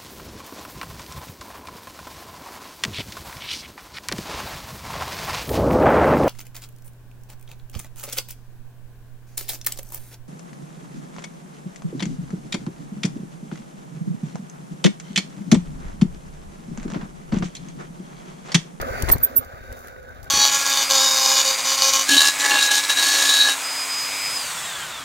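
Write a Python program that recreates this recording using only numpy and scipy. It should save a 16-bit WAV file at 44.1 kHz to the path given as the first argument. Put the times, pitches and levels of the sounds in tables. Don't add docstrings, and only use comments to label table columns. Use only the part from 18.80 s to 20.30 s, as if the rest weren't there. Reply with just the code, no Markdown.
import sys
import numpy as np
from scipy import signal
from scipy.fft import rfft, irfft
from scipy.io import wavfile

SR = 44100
rng = np.random.default_rng(int(sys.argv[2]) if len(sys.argv) > 2 else 0)


def log_audio(samples):
    frames = np.atleast_2d(samples).T
    limited = np.clip(frames, -1, 1)
    pcm = np.round(limited * 32767).astype(np.int16)
    wavfile.write(sys.argv[1], SR, pcm)


N = 66150
T = np.arange(N) / SR
HZ = np.maximum(np.fft.rfftfreq(N, 1 / SR), 1)
LEFT_ONLY = np.array([[1], [0]])


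def from_db(db):
    return 10 ** (np.asarray(db) / 20)


def rms_one(x):
    return x / np.sqrt(np.mean(x ** 2) + 1e-20)


def in_time(rows):
    s, *columns = np.transpose(rows)
    return [np.interp(T, s, c) for c in columns]


def over_hz(rows):
    hz, *columns = np.transpose(rows)
    return [np.interp(np.log(HZ), np.log(hz), c) for c in columns]


def lifts(modes):
    return sum(db / (1 + (2 * (HZ - hz) / width) ** 2) for hz, width, db in modes)


def colour(x, db):
    cepstrum = irfft(np.log(from_db(db)), N)
    cepstrum[1:N // 2] *= 2
    cepstrum[N // 2 + 1:] = 0
    return irfft(rfft(x) * np.exp(rfft(cepstrum)), N)


def band(x, hz, width):
    return rms_one(irfft(rfft(x) / (1 + (2 * (HZ - hz) / width) ** 4), N))


def struck(bursts, spectrum, modes):
    db = over_hz(spectrum)[0] + lifts(modes)
    return colour(bursts, db - 10 * np.log10(np.mean(from_db(db) ** 2)))


def dying(start, t60):
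    return (T >= start) * 1000. ** (-np.maximum(T - start, 0) / t60)


def drift(rate_hz):
    return rms_one(irfft(rfft(rng.standard_normal(N)) / (1 + (HZ / rate_hz) ** 2), N))


def swelling(depth_db=3, rate_hz=14):
    return rms_one(from_db(depth_db * drift(rate_hz)))


def pan(db):
    gains = from_db(np.reshape(db, (1, -1)) * np.array([[.5], [-.5]]))
    return gains / np.sqrt(np.mean(gains ** 2, axis=0))


def white():
    return rng.standard_normal((2, N))


def from_below(lag_s=.0005):
    # (frequency [Hz], coherence [0-1], left minus right [dB])
    image = [(154, 0, -0.5), (280, 0.16, 3), (410, 0.03, -8.5), (810, 0.5, 2), (925, 0.84, -4.5),
             (1200, 1, 0), (2160, 0.56, -0.5), (3500, 0.85, 0.5), (5490, 0, 1.5)]
    coherence, side_db = over_hz(image)
    shared = rfft(rng.standard_normal(N)) * np.exp(-2j * np.pi * HZ * lag_s * LEFT_ONLY)
    spectrum = np.sqrt(coherence) * shared + np.sqrt(1 - coherence) * rfft(white())
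    return irfft(spectrum * pan(side_db), N)


def wind():
    # (time [s], level [dB], left minus right [dB])
    gusts = [(0, -27, 6), (.08, -42, -1), (.2, -32.5, 18), (.3, -29, 45), (.39, -29, 7), (.46, -47, 9),
             (.65, -50, 4), (.8, -47, 7), (.9, -45.5, 3), (1.0, -53, 18.5), (1.1, -47.5, 3.5),
             (1.22, -49.5, 6), (1.38, -43.5, 15), (1.5, -45.5, 40)]
    # (frequency [Hz], relative level [dB])
    spectrum = [(10, -38), (25, -7), (42, 2), (80, 3), (120, -1.5), (180, -15.5), (400, -38.5),
                (1500, -51.5)]
    db, side_db = in_time(gusts)
    return from_db(db) * pan(side_db) * rms_one(colour(white(), over_hz(spectrum)[0]))


def spray(centre_s=1.0, spread_s=.035, level_db=-56):
    swell = np.exp(-.5 * ((T - centre_s) / spread_s) ** 2)
    return from_db(level_db) * swell * band(white(), hz=13500, width=6000)


def whine():
    # (time [s], level [dB])
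    levels = [(0, -72), (.2, -60), (.6, -76), (.8, -64), (1.1, -64), (1.35, -73), (1.5, -69)]
    return from_db(in_time(levels)[0]) * swelling() * band(from_below(), hz=3725, width=140)


def hollow_ring():
    # (time [s], level [dB], frequency [Hz])
    course = [(0, -52, 1510), (.15, -34.5, 1500), (.27, -53, 1500), (.36, -50, 1540), (.48, -42.5, 1570),
              (.55, -70, 1550), (.67, -52, 1510), (.7, -46, 1520), (.78, -52, 1540), (.89, -44.5, 1560),
              (.95, -52, 1490), (1.09, -51.5, 1560), (1.15, -49, 1480), (1.25, -53, 1490),
              (1.3, -45.5, 1540), (1.39, -59, 1490), (1.48, -45, 1520), (1.5, -60, 1500)]
    db, hz = in_time(course)
    waver = np.exp(2j * np.pi * np.cumsum(hz - hz.mean()) / SR)
    ring = signal.hilbert(band(from_below(), hz.mean(), width=140)) * waver
    return from_db(db) * ring.real


def casing():
    # (time [s], level of the lower tone [dB], level of the upper tone [dB])
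    levels = [(0, -41, -48), (0.099, -45.5, -28), (.2, -44, -66), (.36, -45, -61), (.45, -52, -49),
              (.53, -47, -50), (.61, -44, -49), (.68, -57, -52), (.84, -58.5, -62), (.93, -52, -40.5),
              (1.05, -59, -54.5), (1.25, -59, -48.5), (1.5, -58, -59.5)]
    # (frequency [Hz], bandwidth [Hz])
    tones = [(245, 30.4), (522, 80)]
    return sum(from_db(db) * swelling() * band(from_below(), hz, width)
               for db, (hz, width) in zip(in_time(levels), tones))


def scrub():
    # (time [s], level [dB])
    levels = [(0, -38.5), (.06, -52.5), (.16, -37.5), (.27, -40.5), (.32, -48.5), (.38, -51), (.55, -60.5),
              (.9, -55), (1.5, -78)]
    # (frequency [Hz], bandwidth [Hz], relative level [dB])
    modes = [(2057, 810, 6.5), (2280, 99, -24), (4627, 250, 1)]
    gain = sum(from_db(db) / (1 + (2 * (HZ - hz) / width) ** 2) for hz, width, db in modes)
    return from_db(in_time(levels)[0]) * rms_one(irfft(rfft(from_below()) * gain, N))


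def uneven_ground(x, depth_db=2.2, rate_hz=22):
    half_octaves = np.clip(2 * np.log2(HZ / 200), 0, 8)
    spectrum = rfft(x)
    bands = [irfft(spectrum * np.maximum(1 - abs(half_octaves - k), 0), N) for k in range(9)]
    return sum(part * from_db(depth_db * drift(rate_hz)) for part in bands)


def tyres(grains_per_s=460, grit_db=-9.5, grain_spread_db=2):
    # (time [s], drone level [dB], hiss level [dB])
    levels = [(0, -29.5, -49.5), (.11, -32.5, -46.5), (.21, -31.5, -44.5), (.27, -33.5, -43),
              (.33, -39.5, -45.5), (.39, -40.5, -54), (.47, -38, -52.5), (.57, -39.5, -54.5),
              (.65, -43, -57.5), (.78, -41.5, -58), (.86, -45, -57), (.91, -43.5, -56), (1.0, -42, -51),
              (1.13, -45, -58), (1.22, -48, -62), (1.31, -45.5, -61), (1.42, -45, -61), (1.5, -44, -59.5)]
    # (frequency [Hz], relative level [dB])
    drone_spectrum = [(60, -23), (170, -2), (310, -5.5), (450, 0.5), (780, -2.5), (1030, -5), (1400, -5.5),
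                      (2100, -10), (2900, -17.5), (4500, -22), (9000, -54)]
    hiss_spectrum = [(1500, 4), (3000, -10.5), (4000, 0.5), (6800, 9), (8200, -2.5), (11000, 4), (15500, 3)]
    # (frequency [Hz], bandwidth [Hz], gain [dB])
    modes = [(387, 47, 5), (533, 78, 2.5), (667, 220, 5), (1215, 160, 9), (1440, 110, 7.5), (1663, 94, 7.5)]
    drone_db, hiss_db = in_time(levels)
    body_db = over_hz(drone_spectrum)[0] + lifts(modes)
    contact = from_db(1.5 * drift(rate_hz=78))
    drone = rms_one(colour(uneven_ground(from_below()) * contact, body_db))
    grain_sizes = from_db(grain_spread_db * np.minimum(rng.exponential(1, N), 4))
    grit = rms_one((rng.random(N) < grains_per_s / SR) * grain_sizes * white())
    sand = white() * contact + from_db(grit_db) * grit
    hiss = rms_one(colour(sand, over_hz(hiss_spectrum)[0]))
    return from_db(drone_db) * drone + from_db(hiss_db) * hiss


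def thuds(spread_cycles=.28):
    # (time of peak [s], peak level [dB], frequency [Hz], left minus right [dB])
    bumps = [(.012, -31, 68, -20), (0.111, -24, 70.4, 5), (0.2372, -12, 79, 5.5), (0.312, -15, 47.4, 25),
             (0.357, -17, 97, 6), (0.594, -28.5, 82.5, 3), (.667, -38.5, 70, 8), (0.741, -32.5, 81, 4),
             (0.815, -34, 58, -3), (0.898, -32, 60.5, 5), (0.919, -29.5, 60.4, 2), (1.01, -39.5, 63, 5)]
    out = 0
    for s, db, hz, side_db in bumps:
        cycles = (T - s) * hz
        swing = np.exp(-.5 * (cycles / spread_cycles) ** 2) * np.cos(2 * np.pi * cycles)
        out = out - from_db(db) * pan(side_db) * swing
    return out


def ticks(gain_db=-5.5):
    # (time [s], relative level [dB], left minus right [dB], t60 [s])
    impacts = [(0.014, -19, -4, 0.024), (0.223, -12.5, 1.5, 0.019), (0.246, -33, -8, .02),
               (0.29, -18.5, 0, 0.049), (0.2942, -23, 15, .028), (0.315, -15.5, 1, 0.019),
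               (0.361, -34, -9.5, 0.016), (0.3825, -26.5, 2, .014), (0.647, -36.5, 0, 0.025),
               (.924, -41, 2, 0.017), (0.926, -29, -1, .012), (0.982, -42, 3, .02), (0.991, -38, 4, 0.016),
               (1.0725, -32, -9, 0.017), (1.083, -32, 6, 0.013), (1.229, -45, -5, .015),
               (1.2912, -44, -8, .02), (1.347, -45.5, -1.5, .02), (1.399, -46, 0.5, .02),
               (1.43, -36, -13, 0.036), (1.4435, -37, -1, 0.022), (1.457, -40, 4, .012)]
    # (frequency [Hz], relative level [dB])
    spectrum = [(800, -59), (3000, 0), (4800, -6), (6500, 6), (9000, -1), (12000, 7), (16000, 0.5)]
    # (frequency [Hz], bandwidth [Hz], gain [dB])
    modes = [(4650, 730, 11), (5600, 330, 2), (8930, 1900, -4), (8970, 550, 8)]
    envelope = sum(from_db(db) * pan(side_db) * dying(s, t60) for s, db, side_db, t60 in impacts)
    return from_db(gain_db) * struck(envelope * white(), spectrum, modes)


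def pings():
    # (time [s], level [dB], frequency [Hz], bandwidth [Hz], t60 [s])
    parts = [(0.317, -19.5, 9000, 2120, 0.034), (0.317, -28, 5160, 1000, 0.021),
             (0.334, -33.5, 4250, 600, 0.06), (0.334, -36, 9230, 2590, 0.044)]
    return sum(from_db(db) * dying(s, t60) * band(white(), hz, width) for s, db, hz, width, t60 in parts)


def knocks(gain_db=-5.5, side_db=-3, crack_height=1.515, crack_s=.0001):
    # (time [s], relative level [dB], cutoff [Hz], t60 [s], left lag [s])
    impacts = [(0.221, -20, 2200, 0.013, 0.011), (0.237, -9, 230, 0.051, .0005),
               (0.2863, -12.5, 6000, 0.042, -0.0049), (0.2892, -19.5, 12000, 0.036, .0005),
               (0.292, -15, 2410, 0.014, 0.0084), (0.295, -18, 12500, 0.018, 0.0086),
               (0.3, -7.5, 6100, 0.0047, .00066), (0.3015, -12.5, 6150, 0.029, .00057),
               (0.3117, -14.5, 1700, .014, -.0004), (0.32, -22.5, 1200, 0.037, .0005),
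               (0.3341, -14.5, 2400, 0.017, .00068), (0.3383, -25, 1900, .025, .0005),
               (0.3531, -16, 950, 0.011, 0.004), (0.358, -9.5, 295, 0.03, -0.0095),
               (.368, -27, 2200, 0.018, 0), (0.917, -36.5, 5100, .02, .0005),
               (1.082, -36.5, 5030, 0.022, .0005), (1.164, -34.5, 3000, .02, .0005)]
    # (frequency [Hz], relative level [dB])
    spectrum = [(80, 3.5), (250, 6.5), (600, 7), (1100, 7.5), (1500, -3.5), (2100, 1.5), (3000, -2.5),
                (5000, -12.5), (10000, 3), (16000, -26)]
    # (frequency [Hz], bandwidth [Hz], gain [dB])
    modes = [(415, 120, 4.5), (912, 35, 5.5), (1860, 430, 10.5), (2246, 15, 5), (4180, 420, 10.5),
             (5700, 220, 8.5)]
    force = 0
    for s, db, cutoff_hz, t60, lag_s in impacts:
        crack = crack_height * np.exp(-((T - s - lag_s * LEFT_ONLY) / crack_s) ** 2)
        rattle = from_below(lag_s) * dying(s, t60)
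        softness = signal.butter(2, cutoff_hz, fs=SR)
        force = force + from_db(db) * signal.lfilter(*softness, crack + rattle + 1e-18)
    return from_db(gain_db) * pan(side_db) * struck(force, spectrum, modes)


def brake():
    # (time of full grip [s], hold [s], level [dB], frequency [Hz],
    #           left minus right [dB], roughness [noise-to-tone amplitude ratio])
    squeaks = [(0.321, 0.0065, -6.5, 13760, -3, 1.1), (0.433, 0.015, -11, 13710, -4, 0.9),
               (0.565, 0.017, -10.5, 13610, -7, 0.42)]
    rise_db_per_s, fall_db_per_s = 3295, 1299
    sharp_hz, recovery = 259.2, .15
    wobble_hz, left_lag_rad, saturation = 28.2, 2.4, .65
    out = 0
    for s, hold, db, hz, side_db, roughness in squeaks:
        grip = from_db(-rise_db_per_s * np.maximum(s - T, 0) - fall_db_per_s * np.maximum(T - s - hold, 0))
        glide = sharp_hz * (1 - grip) * np.where(T < s, 1, recovery)
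        pitch = hz + glide + wobble_hz * drift(rate_hz=129.8)
        phase = 2 * np.pi * np.cumsum(pitch) / SR - left_lag_rad * LEFT_ONLY
        slip = signal.hilbert(band(white(), hz, width=340))
        swing = np.sqrt(2) * np.exp(1j * phase) + roughness * slip
        voice = grip * swing.real / np.sqrt(1 + saturation * abs(swing) ** 2)
        voice *= np.sqrt(np.sum(grip ** 2) / np.sum(voice ** 2, axis=1, keepdims=True))
        ring = from_db(-31) * dying(s, t60=.32) * band(white(), hz + sharp_hz / 2, width=380)
        rasp = from_db(-39) * grip * band(white(), hz, width=1840)
        out = out + from_db(db) * (pan(side_db) * (voice + rasp) + ring)
    return out


def scene():
    rolling = tyres() + hollow_ring() + whine() + casing() + scrub() + wind()
    return rolling + thuds() + knocks() + ticks() + pings() + brake() + spray()


def record(dry):
    return signal.sosfilt(signal.ellip(12, .1, 90, 16000, fs=SR, output="sos"), dry)


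dry = scene()
out = record(dry)
log_audio(out)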